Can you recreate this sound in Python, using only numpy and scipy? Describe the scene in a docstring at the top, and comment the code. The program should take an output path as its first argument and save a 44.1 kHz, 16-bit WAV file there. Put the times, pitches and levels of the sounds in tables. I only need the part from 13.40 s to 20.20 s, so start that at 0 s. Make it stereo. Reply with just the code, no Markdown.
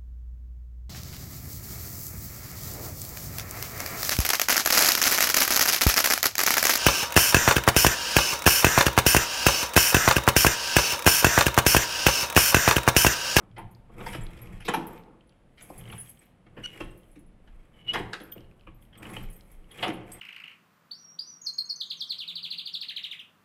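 """Bolt, latch and lever knock into a door leaf as a deadbolt is turned and a locked door's handle is worked.
Each knock is a burst of uneven contacts ringing door and lock modes; small ticks ring the lock alone.
Filtered contact noise makes rubbing and leaf movement, a wavering harmonic tone the lever spring's squeaks.
A bunch of keys clinks and slides in resonant ticks; decaying noise gives hallway echoes over a steady hush.
Two microphone ports a few centimetres apart hear the sounds at slightly different moments."""
import sys
import numpy as np
from scipy import signal
from scipy.fft import rfft, irfft, next_fast_len
from scipy.io import wavfile

SR = 44100
rng = np.random.default_rng(int(sys.argv[2]) if len(sys.argv) > 2 else 0)


def inscribe(sig):
    """Save sig as 16-bit PCM at rate SR to the path in sys.argv[1].

    A 1-D sig is mono; a 2-D sig holds one channel per row.
    Samples are clipped to [-1, 1] before scaling.
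    """
    pcm = np.round(np.clip(np.atleast_2d(sig).T, -1, 1) * 32767)
    wavfile.write(sys.argv[1], SR, pcm.astype(np.int16))


N = 299880
SIZE = next_fast_len(N + SR)   # transform length, leaves room for one second of echo
HZ = np.maximum(np.arange(SIZE // 2 + 1) * SR / SIZE, 1)
PORT_GAP_S = 0.0001666   # sound travel time between the ports

# resonances of door (first ten rows) and lock (the rest): (centre [Hz], basic width [Hz], relative level [dB])
BODY_MODES = [(130, 200, -12.5), (198, 56, 1.5), (248, 14.8, -0.5), (301.8, 34, 2.5), (353, 61, 2.5),
              (496, 96, 0.5), (716, 75, -6.5), (858, 106, -5), (1076, 98, -8), (1276, 260, -6.5),
              (1800, 470, -3.5), (2140, 153, -0.5), (2474, 450, -3), (2930, 186, -3), (3207, 110, -0.5),
              (3750, 700, -10), (4500, 430, -21), (5300, 940, -20), (6200, 2600, -26), (8200, 1900, -21),
              (10870, 870, -16)]
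# resonances of the bunch of keys: (centre [Hz], basic width [Hz], relative level [dB])
KEY_MODES = [(3250, 90, -20), (4800, 120, -26), (6550, 150, -20), (7560, 110, -12), (8270, 50, -3),
             (8650, 150, -12), (9940, 45, -2), (10150, 60, -6), (10400, 100, -8), (10900, 130, -6),
             (11540, 55, -4), (12100, 90, -6), (12350, 55, -4), (13000, 200, -12), (13850, 45, -3),
             (15200, 200, -14), (11000, 6000, -24)]


def from_db(db):
    """Level in dB to amplitude."""
    return 10 ** (np.asarray(db) / 20)


def rms_one(x):
    """Scales a sound to an RMS of 1."""
    return x / np.sqrt(np.mean(x ** 2) + 1e-20)


def at_hz(points, hz):
    """Reads a table on a log-frequency axis."""
    points = np.array(points)
    return np.interp(np.log(hz), np.log(points[:, 0]), points[:, 1])


def in_time(rows, s):
    """The columns of a curve at the times s."""
    return [np.interp(s, np.array(rows)[:, 0], c) for c in np.transpose(rows)[1:]]


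def add(track, s, sound):
    """Mixes a sound in at a time."""
    i = round(s * SR)
    track[..., i:i + sound.shape[-1]] += sound[..., :N - i]


def modes(table, hz, extra_db=0, damping=1):
    """Left and right response of parallel resonances; each radiates from its own patch, so has its own lag."""
    skirt = .6   # band that a mode radiates into, as a share of its pitch
    lean = 0.32   # the sources sit a little nearer the left port, as a share of the gap
    one_piece_hz = 600   # below this the leaf moves more and more as one piece and the lag shrinks
    centre, width, db = np.transpose(table)[:, :, None]
    signs = (-1.) ** np.arange(len(table))[:, None]
    gain = from_db(db + np.reshape(extra_db, (-1, 1))) * signs
    width = width * damping
    detune = centre ** 2 - hz ** 2
    each = gain * 1j * hz * width / (detune + 1j * hz * width)
    each = each * 1j * hz * centre * skirt / (detune + 1j * hz * centre * skirt)   # little sound far off pitch
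    patch = np.clip(lean + rng.uniform(-0.99, 1, (len(table), 1)), -1, 1)
    lag = PORT_GAP_S * patch * np.minimum(centre / one_piece_hz, 1)
    half_lag = np.exp(1j * np.pi * hz * lag)
    return np.array([np.sum(each * half_lag, axis=0), np.sum(each / half_lag, axis=0)])


def grit(size, spread_db):
    """Contacts of very uneven strength and random sign."""
    strength_db = spread_db * np.minimum(rng.exponential(1, size), 5)
    return from_db(strength_db) * rng.choice([-1, 1], size)


def strike(contacts, table, extra_db, damping, low_hz, high_hz):
    """A short run of contacts rings the body; peak 1 between the two frequencies."""
    size = 2 ** 13
    hz = np.arange(size // 2 + 1) * SR / size
    spectrum = rfft(contacts, size) * modes(table, hz, extra_db, damping)
    in_band = irfft(spectrum * (hz > low_hz) * (hz < high_hz))
    return irfft(spectrum)[:, :-64] / np.abs(in_band).max()


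def rubbed(table, level_db, spread_db, catch_db=0):
    """Dense uneven contacts ring a body; slow noise makes them catch and let go."""
    response = modes(table, HZ)
    catching = rms_one(signal.lfilter([1], [1, -1.99, .990025], rng.standard_normal(N)))
    contacts = rms_one(grit(N, spread_db) * from_db(catch_db * catching)) * from_db(level_db)
    even_response = response / np.sqrt(np.mean(np.abs(response) ** 2))
    return irfft(rfft(contacts, SIZE) * even_response, SIZE)[:, :N]


def efforts(rows, rise_db_per_s, fall_db_per_s):
    """Each effort swells, is held and fades, overlaps adding in power; one level in dB per thing moved."""
    t = np.arange(0, N + 64, 64) / SR
    start, held, *levels = np.transpose(rows)[:, :, None]
    rise = -rise_db_per_s * np.maximum(start - t, 0)
    shape = rise - fall_db_per_s * np.maximum(t - start - held, 0)
    curves = [10 * np.log10(np.sum(from_db(db + shape) ** 2, axis=0)) for db in levels]
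    return [np.interp(np.arange(N) / SR, t, curve) for curve in curves]


def knocks():
    """Each blow is a rattle of contacts that builds and dies, with its own tilt and strongest ring."""
    # bolt, latch and lever blows: (time [s], peak from 560 to 4180 Hz [dB], door thud before a 0.5 dB cut [dB],
    # hardness [dB], bright crack before a 14 dB boost [dB], strongest ring [Hz], rattle length [s])
    blows = [(0.164, -35.5, -10, -7, -32, 1970, 0.023), (0.176, -31, -9, -15.5, -70, 874, 0.017),
             (0.494, -49.5, 3, -23, -67, 1160, 0.014), (0.662, -24, -15.5, -7.5, -14, 900, 0.0096),
             (0.604, -33, -13, -13, -30, 1730, 0.017), (0.723, -26.5, -13, 3, -10, 2282, 0.03),
             (0.745, -24, -3.5, -7, -37, 662, 0.0088), (1.203, -34.5, -26, 2, -12.5, 3200, 0.012),
             (1.248, -32.5, 6, 1, -6, 3880, 0.04), (1.28, -14, -4.5, -8.5, -35, 1090, 0.012),
             (1.284, -17.5, -23, -3.5, -10.5, 3230, 0.0055), (1.337, -14.5, -9, -8.5, -16.5, 868, 0.0097),
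             (1.355, -36.5, 17.5, -6, -41, 258, 0.035), (2.175, -41, -13, 8, -13, 2190, 0.029),
             (2.206, -42, -1.5, -2.5, -4, 1543, 0.023), (2.298, -34.5, -4, -56, -30, 710, 0.0074),
             (2.475, -35, -24, 0, -25, 3160, 0.0052), (2.497, -35, -8, -4, -21, 2900, 0.006),
             (2.523, -28, -33, 2, -36, 2880, 0.0074), (2.531, -39.5, -22, -17, -36, 905, 0.0091),
             (2.576, -39.5, -36, 15, -27, 1710, 0.0067), (3.063, -46.5, -1, -5.5, -63, 533, 0.011),
             (3.167, -36, 4.5, -8.5, -38, 1810, 0.024), (3.403, -22.5, -1, -7.5, -26, 2750, 0.0087),
             (3.755, -50, 14.5, -11, -14, 2180, 0.016), (4.073, -47, -6, -3.5, -59, 2550, 0.01),
             (4.533, -19.5, -13, -2, -17, 2960, 0.0111), (4.541, -17, -8, 2, -21, 2034, 0.01214),
             (4.55, -18.5, -6, -7.5, -35, 1110, 0.013), (4.569, -28, -20, -4, -39, 1320, 0.0056),
             (4.579, -28, -9.5, -14, -45, 920, 0.0074), (4.595, -34, 16, -2, -36, 3230, 0.0084),
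             (4.731, -20, -16, 0, -27.5, 1610, 0.0091), (4.799, -37, 8.5, 4, -15.5, 523, 0.013),
             (4.957, -45.5, 11, -13.5, -43, 510, 0.013), (5.269, -38, 0, -6, -43, 1124, 0.0086),
             (5.527, -47, -24, 7, -16, 3020, 0.0093), (5.551, -41, -22, 10, -22, 2950, 0.0083),
             (5.622, -40.5, -17, 8, -24, 2980, 0.014), (5.65, -33, -3, -2, -26, 3000, 0.006),
             (5.764, -21.5, 1.5, -1, -28, 2930, 0.004), (6.309, -41.5, -13, 18, -18, 3300, 0.015),
             (6.383, -32, -15, 14, -24, 2960, 0.02), (6.425, -16.5, -24, -4, -30, 730, 0.017),
             (6.478, -23, 16, 8, -16, 556, 0.0079), (6.501, -28, 3.5, 2, -26, 1980, 0.0047),
             (6.604, -42, -53, -7, -70, 496, 0.019)]
    out, t, hz = np.zeros((2, N)), np.arange(3072) / SR, np.array(BODY_MODES)[:, 0]
    for s, db, thud_db, hard_db, crack_db, ring_hz, length in blows:
        rise = 0.004 + 0.25 * length   # build-up time [s]
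        fall = np.maximum(t - rise, 0) / max(length, .0005)
        envelope = np.minimum(t / rise, 1) ** 1.26 * np.exp(-fall ** 0.75)
        colour = at_hz([(350, thud_db - 0.5), (600, 0.0087), (1100, 0), (1700, hard_db),
                        (3300, hard_db), (4800, crack_db + 14.0)], hz)
        colour = colour + 7 * np.exp(-(np.log(hz / ring_hz) / .12) ** 2)
        colour = colour + rng.normal(0, 2.5, len(hz))
        # grip and latch position detune the modes from blow to blow
        body = np.array(BODY_MODES) * [[1 + shift, 1, 1] for shift in rng.normal(0, .03, len(hz))]
        body[np.argmin(np.abs(hz - ring_hz)), 0] = ring_hz
        contacts = grit(len(t), 6.62) * envelope
        blow = strike(contacts, body, colour, damping=0.95, low_hz=560, high_hz=4180)
        add(out, s - 0.4 * rise, from_db(db) * blow)
    return out


def ticks():
    """One small hard contact: only the upper modes of the lock answer, briefly."""
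    # pins and spring ticking inside the lock: (time [s], peak from 2300 to 6000 Hz [dB], strongest ring [Hz])
    contacts_in_lock = [(0.114, -51, 2730), (0.349, -50, 4470), (0.55, -69, 2600), (0.608, -50, 3000),
                        (0.8663, -38, 3660), (0.9156, -52, 2500), (0.934, -44, 2600), (0.9754, -41, 2960),
                        (0.991, -40, 2700), (1.035, -47.5, 5300), (1.0718, -42, 2650), (1.1136, -60, 2470),
                        (1.179, -45, 2600), (1.578, -38, 2580), (1.6362, -49.5, 3650), (1.8087, -50, 2940),
                        (1.894, -46.5, 3390), (1.9236, -51, 2670), (2.4109, -43, 3200), (2.4393, -40, 2820),
                        (2.455, -42, 3000), (2.66, -52, 3210), (2.674, -47, 3200), (2.698, -57, 3060),
                        (2.773, -49, 3200), (2.83, -61, 2480), (3.633, -52, 3140), (4.923, -37.5, 3200),
                        (4.9797, -42, 2800), (5.006, -41.5, 2900), (5.0444, -54, 2780),
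                        (5.113, -53.5, 2430), (5.1956, -51, 3060), (5.21, -49, 2640), (5.235, -55, 2680),
                        (5.4244, -54, 3170), (5.452, -55, 3170), (5.581, -46, 3280), (5.7, -45, 2900),
                        (6.009, -47, 3750), (6.151, -62, 2800), (6.243, -51, 2930), (6.719, -40, 3250)]
    lock = np.array(BODY_MODES)[10:]
    hz, width, mode_db = lock.T
    out, t = np.zeros((2, N)), np.arange(512) / SR
    for s, db, ring_hz in contacts_in_lock:
        colour = -mode_db + 14 * np.exp(-(np.log(hz / ring_hz) / .1) ** 2)   # own mode levels cancelled
        colour = colour - 18 * np.abs(np.log2(hz / ring_hz))
        colour = colour - 10 * np.log10(width)   # wide modes take less
        contacts = grit(len(t), 4.) * np.exp(-t / .0015)
        add(out, s, from_db(db) * strike(contacts, lock, colour, damping=2, low_hz=2300, high_hz=6000))
    return out


def hand_strokes():
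    """Level curves of the hand on key and lever: rubbing in door, rubbing in lock, keys sliding."""
    # movements: (time at full effort [s], held [s], door rubbing [dB], lock rubbing [dB],
    # keys sliding before the gains of the tinkle [dB])
    strokes = [(0.0, 0.022, -56.5, -68.5, -87), (0.2, 0.19, -84, -80, -83),
               (0.59, 0.081, -45.5, -52.5, -85), (0.68, 0.0051, -57, -39, -54),
               (0.81, 0.34, -55, -55.5, -78), (1.36, 0.037, -43, -80, -70), (1.49, 0.053, -48.5, -52, -75),
               (1.66, 0.077, -59, -95, -99), (2.25, 0.093, -60.5, -56.5, -61.5),
               (2.39, 0.016, -56.5, -52, -62), (2.46, 0.04, -54.5, -51.5, -71),
               (2.56, 0.14, -84.5, -62.5, -57), (2.82, 0.0053, -69, -59.5, -69),
               (3.16, 0.022, -59.5, -79, -100), (3.25, 0.021, -69, -48, -84), (3.36, 0.05, -54, -51, -76),
               (3.5, 0.24, -76, -68.5, -75), (4.05, 0.59, -70, -73, -87), (4.36, 0.05, -66, -63.5, -90),
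               (4.5, 0.01, -72, -62, -85), (4.55, 0.005, -42.5, -45.5, -68), (4.7, 0.29, -61.5, -64.5, -74),
               (5.1, 0.16, -69.5, -77, -84), (5.42, 0.029, -92, -71, -74.5),
               (5.63, 0.059, -46.5, -50.5, -71), (5.7, 0.081, -48.5, -46.5, -59.5),
               (5.96, 0.19, -66, -67, -71), (6.2, 0.13, -68, -72, -83), (6.33, 0.0075, -59, -71, -71),
               (6.4, 0.025, -46.5, -42, -84), (6.47, 0.0016, -34.5, -56, -75),
               (6.69, 0.093, -56.5, -54.5, -72)]
    return efforts(strokes, rise_db_per_s=220.5, fall_db_per_s=183.5)


def rubbing(door_db, lock_db):
    """Metal rubs: smooth contacts ring the door, rougher and more catching ones ring the lock."""
    door = rubbed(BODY_MODES[1:10], door_db, spread_db=0.0, catch_db=1.0)
    return door + rubbed(BODY_MODES[10:], lock_db, spread_db=8., catch_db=4.)


def squeaks():
    """Stick-slip of the spring: a wavering tone; strong and weak slips in turn give the half partials."""
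    # two lever spring squeaks, each a curve: (time [s], pitch before wavering [Hz], level before faltering [dB])
    curves = [
        [(3.22, 2974, -56), (3.234, 2940, -47), (3.239, 2930, -33), (3.251, 2870, -32), (3.26, 2966, -30),
         (3.268, 2912, -43), (3.39, 2860, -61), (3.52, 2950, -76), (3.56, 2930, -80)],
        [(4.33, 3040, -73), (4.4, 2970, -65.5), (4.464, 2940, -61), (4.49, 2930, -24.5), (4.502, 2917, -26),
         (4.515, 2930, -32), (4.53, 3070, -50), (4.54, 2900, -40)],
    ]
    # partials: (multiple of pitch, level in the first squeak [dB], level in the second [dB],
    # growth with force [exponent])
    partials = [(.5, -21, -38, .6), (.75, -32, -28, -.45), (1, 1, 0, 0), (1.5, -25, -38, .7),
                (2, -21, -41, .7), (2.5, -38, -56, .7), (3, -29, -50, .7)]
    right_lags = (.0001, -.00002)   # lag of the main tone at the right port [s]
    out = np.zeros((2, N))
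    for k, (rows, lag) in enumerate(zip(curves, right_lags)):
        s = np.arange(rows[0][0], rows[-1][0], 1 / SR)
        hz, db = in_time(rows, s)
        waver = rms_one(signal.lfilter([1], [1, -1.96, .9604], rng.standard_normal((2, len(s)))))
        phase = 2 * np.pi * np.cumsum(hz * (1 + 0.007 * waver[0])) / SR
        rasp = rms_one(signal.lfilter([1], [1, -1.9, .9025], rng.standard_normal(len(s))))
        force = from_db(db - db.max())   # share of the hardest slip
        late = 2 * np.pi * hz * lag * np.array([[0], [1]])
        tone = 0
        for row in partials:
            multiple, growth = row[0], row[3]
            main = multiple == 1
            blur = .4 * (1 - force) if main else .8   # uneven slips blur the partials
            wave = np.sin(multiple * phase - late * main)
            tone = tone + from_db(row[1 + k]) * force ** growth * wave * (1 + blur * rasp)
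        falter_db = 7 * (1 - .8 * np.sqrt(force)) * np.tanh(waver[1])   # light slips falter most
        level = np.sqrt(2) * from_db(db + falter_db)
        add(out, s[0], level * tone * signal.windows.tukey(len(s), .15))
    return out


def clinks():
    """Keys strike in a quick run of ticks; the keys that touch ring loudest, the others less."""
    # keys striking each other: (time [s], peak from 7760 to 14000 Hz [dB], strongest ring [Hz],
    # damping by the fingers, held to at least 0.4 [factor on ring width])
    touches = [(0.182, -43, 10360, 1.6), (0.311, -51, 14100, 0.8), (0.699, -37, 10050, 1.6),
               (0.81, -47, 7570, 1), (0.833, -44, 11200, 0.74), (1.017, -38.5, 11400, 1.7),
               (1.25, -46, 12000, 1), (1.468, -31.5, 12030, 1.4), (1.528, -49, 12400, 1.1),
               (1.579, -55.5, 14100, 0.9), (1.87, -63, 10230, 0.76), (2.222, -35, 9650, 7.9),
               (2.24, -53, 10400, 2), (2.291, -48, 10400, 1.3), (2.359, -50, 8460, 1.1),
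               (2.378, -34.5, 9850, 0.6), (2.485, -47, 10460, 2), (2.515, -40, 11000, 2.8),
               (2.5792, -33, 10090, 0.32), (2.601, -33, 10150, 0.8), (2.6559, -45, 11000, 1.1),
               (2.693, -34, 11040, 4.9), (2.711, -64, 10300, 3), (2.79, -47, 8300, 1.8),
               (2.854, -51, 12400, 2), (3.3268, -58, 12400, 1.3), (3.439, -48, 9740, 1.1),
               (3.504, -48, 8200, 0.8), (3.574, -48.5, 10950, 1.5), (3.714, -56, 9800, 1.4),
               (3.791, -48, 9940, 1.2), (3.864, -57, 10170, 0.9), (4.813, -50, 10850, 1.1),
               (4.833, -47, 12030, 0.5), (4.9173, -34, 13660, 1), (5.345, -59, 12500, 0.91),
               (5.418, -51, 13800, 0.43), (5.575, -45.5, 8280, 0.99), (5.699, -45.5, 9930, 0.58),
               (5.732, -40, 10850, 1.3), (5.826, -47, 12100, 1), (5.899, -44, 9570, 0.33),
               (5.928, -42.5, 9740, 0.34), (5.961, -44, 12800, 0.9), (6.116, -43, 10900, 4),
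               (6.315, -41.5, 11200, 0.57), (6.457, -46, 10600, 1.5), (6.532, -40, 9950, 0.56),
               (6.717, -28.5, 8271, 0.61), (6.72, -41, 9941, 0.51), (6.733, -34, 11541, 0.55)]
    out, t, hz = np.zeros((2, N)), np.arange(2048) / SR, np.array(KEY_MODES)[:, 0]
    for s, db, ring_hz, damping in touches:
        contacts = grit(len(t), 2.5) * np.minimum(t / 0.0024, 1) ** 2 * np.exp(-t / 0.015)
        off = np.abs(np.log(hz / ring_hz))
        nearest = off[:-1].min()   # the last, very broad mode is left out
        touched = 22 * np.exp(-((off - nearest) / .025) ** 2) + rng.normal(0, 4.5, len(hz))
        clink = strike(contacts, KEY_MODES, touched, max(damping, .4), low_hz=7760, high_hz=14000)
        add(out, s - 0.002, from_db(db) * clink)
    return out


def tinkle(level_db, per_s):
    """Keys slide along each other in the palm: every mode is ticked at moments of its own, and damped."""
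    out = np.zeros((2, N))
    for hz, width, db in KEY_MODES:
        r, w = np.exp(-np.pi * width * 1.8 / SR), 2 * np.pi * hz / SR
        moments = rng.random(N) < (per_s + 3 * width) / SR   # wide modes are ticked more often
        contacts = rms_one(grit(N, 2.6) * moments) * from_db(level_db + 16.0 + db)
        rung = signal.lfilter([1 - r * r], [1, -2 * r * np.cos(w), r * r], contacts)
        right_lag = round(rng.uniform(-1.3, 1) * PORT_GAP_S * SR)
        out += [rung, np.roll(rung, right_lag)]
    return out


def leaf_movement():
    """Shoves set the door leaf swaying and humming in its frame, as noise through its low resonances."""
    # shoves: (time at full force [s], held [s], sway level [dB], hum level [dB])
    shoves = [(0.1, 0.048, -64, -51.5), (0.24, 0.0058, -45.5, -44.5), (0.36, 0.019, -49, -74),
              (0.58, 0.016, -45.5, -46.5), (0.7, 0.097, -37.5, -41), (0.97, 0.21, -42, -46.5),
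              (1.34, 0.18, -53.5, -53.5), (2.0, 0.022, -62, -73), (2.39, 0.029, -46, -48),
              (2.5, 0.039, -66, -43), (3.19, 0.0093, -49.5, -49), (3.45, 0.0089, -42.5, -46.5),
              (3.75, 0.19, -51, -61), (4.09, 0.1, -44, -73.5), (4.58, 0.021, -45.5, -40.5),
              (4.98, 0.038, -53, -51.5), (5.28, 0.045, -47, -54), (5.6, 0.2, -62, -49),
              (5.82, 0.0071, -37.5, -44.5), (6.14, 0.03, -45.5, -65), (6.45, 0.11, -57, -44),
              (6.74, 0.017, -52, -60)]
    # slow sway of the leaf: (centre [Hz], width [Hz], relative level [dB])
    sway_modes = [(24.9, 18.6, 4), (61, 39, -34.5)]
    # bending of the leaf: (centre [Hz], width [Hz], relative level [dB])
    hum_modes = [(76.4, 10, -4), (115.3, 12.5, 3), (185, 44, -5.5)]
    sway_db, hum_db = efforts(shoves, rise_db_per_s=117.5, fall_db_per_s=116)
    leaf = rubbed(sway_modes, sway_db, spread_db=1.5) + rubbed(hum_modes, hum_db, spread_db=1.5)
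    # faint low rumble, opposite in the two ports, that follows the sway level
    side_rumble = from_db(-27) * rubbed(sway_modes, sway_db, spread_db=1.5) * [[1], [-1]]
    return leaf + side_rumble


def from_all_sides(mid, side):
    """Two unrelated spectra become left and right, alike while the wave is long against the port gap."""
    alike = np.sinc(2 * HZ * PORT_GAP_S)
    return np.sqrt(1 + alike) * mid + np.sqrt(1 - alike) * side * [[1], [-1]]


def hallway():
    """Spectrum of echoes: noise that dies octave by octave, starting after the first wall."""
    # time to fall by 60 dB: (frequency [Hz], decay time [s])
    decay_s = [(60, 0.68), (300, 1), (1000, 0.63), (3000, 0.41), (8000, 0.39), (16000, 0.27)]
    t, tail = np.arange(SR) / SR, 0
    for hz in 30 * 2. ** np.arange(10):
        edges = [hz / np.sqrt(2), min(hz * np.sqrt(2), .45 * SR)]
        sos = signal.butter(2, edges, "band", fs=SR, output="sos")
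        decay = from_db(-60 * t / at_hz(decay_s, hz))
        tail = tail + signal.sosfilt(sos, rng.standard_normal((2, SR))) * decay
    tail = tail * np.clip((t - .004) / 0.00059, 0, 1)
    return from_all_sides(*rfft(tail / np.sqrt(np.sum(tail[0] ** 2)), SIZE))


def heard(x, hall):
    """Direct sound plus the hallway's echoes of its left channel."""
    return x + irfft(rfft(np.atleast_2d(x)[0], SIZE) * hall, SIZE)[:, :N]


def air():
    """Steady hush of the building: noise shaped in frequency and spread over both ports."""
    # still hallway: (frequency [Hz], relative spectral level [dB])
    hush = [(12, -88.5), (20, 1), (44, 7), (86, -1), (177, 2.5), (367, -10), (542, -8), (1060, -17.5),
            (2990, -22.5), (6180, -38), (10800, -32.5), (13500, -53.5), (16000, -66)]
    noise = rfft(rng.standard_normal((2, SIZE))) * from_db(at_hz(hush, HZ))
    return from_db(-59.5) * rms_one(irfft(from_all_sides(*noise), SIZE)[:, :N])


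def scene():
    """Door, squeaks and keys with their echoes, then the moving leaf and the hush."""
    hall = hallway()
    door_hall_db, squeak_hall_db, keys_hall_db = -13, -27, -20   # echo gains
    door_db, lock_db, slide_db = hand_strokes()
    door = knocks() + ticks() + rubbing(door_db, lock_db)
    keys = clinks() + tinkle(slide_db, per_s=300.0)
    out = heard(door, from_db(door_hall_db) * hall)
    out += heard(squeaks(), from_db(squeak_hall_db) * hall)
    out += heard(keys, from_db(keys_hall_db) * hall)
    return out + leaf_movement() + air()


def record(dry):
    """A steep low-pass cuts the top above 15.9 kHz."""
    return signal.sosfilt(signal.ellip(10, .5, 70, 15900, fs=SR, output="sos"), dry)


dry = scene()
out = record(dry)
inscribe(out)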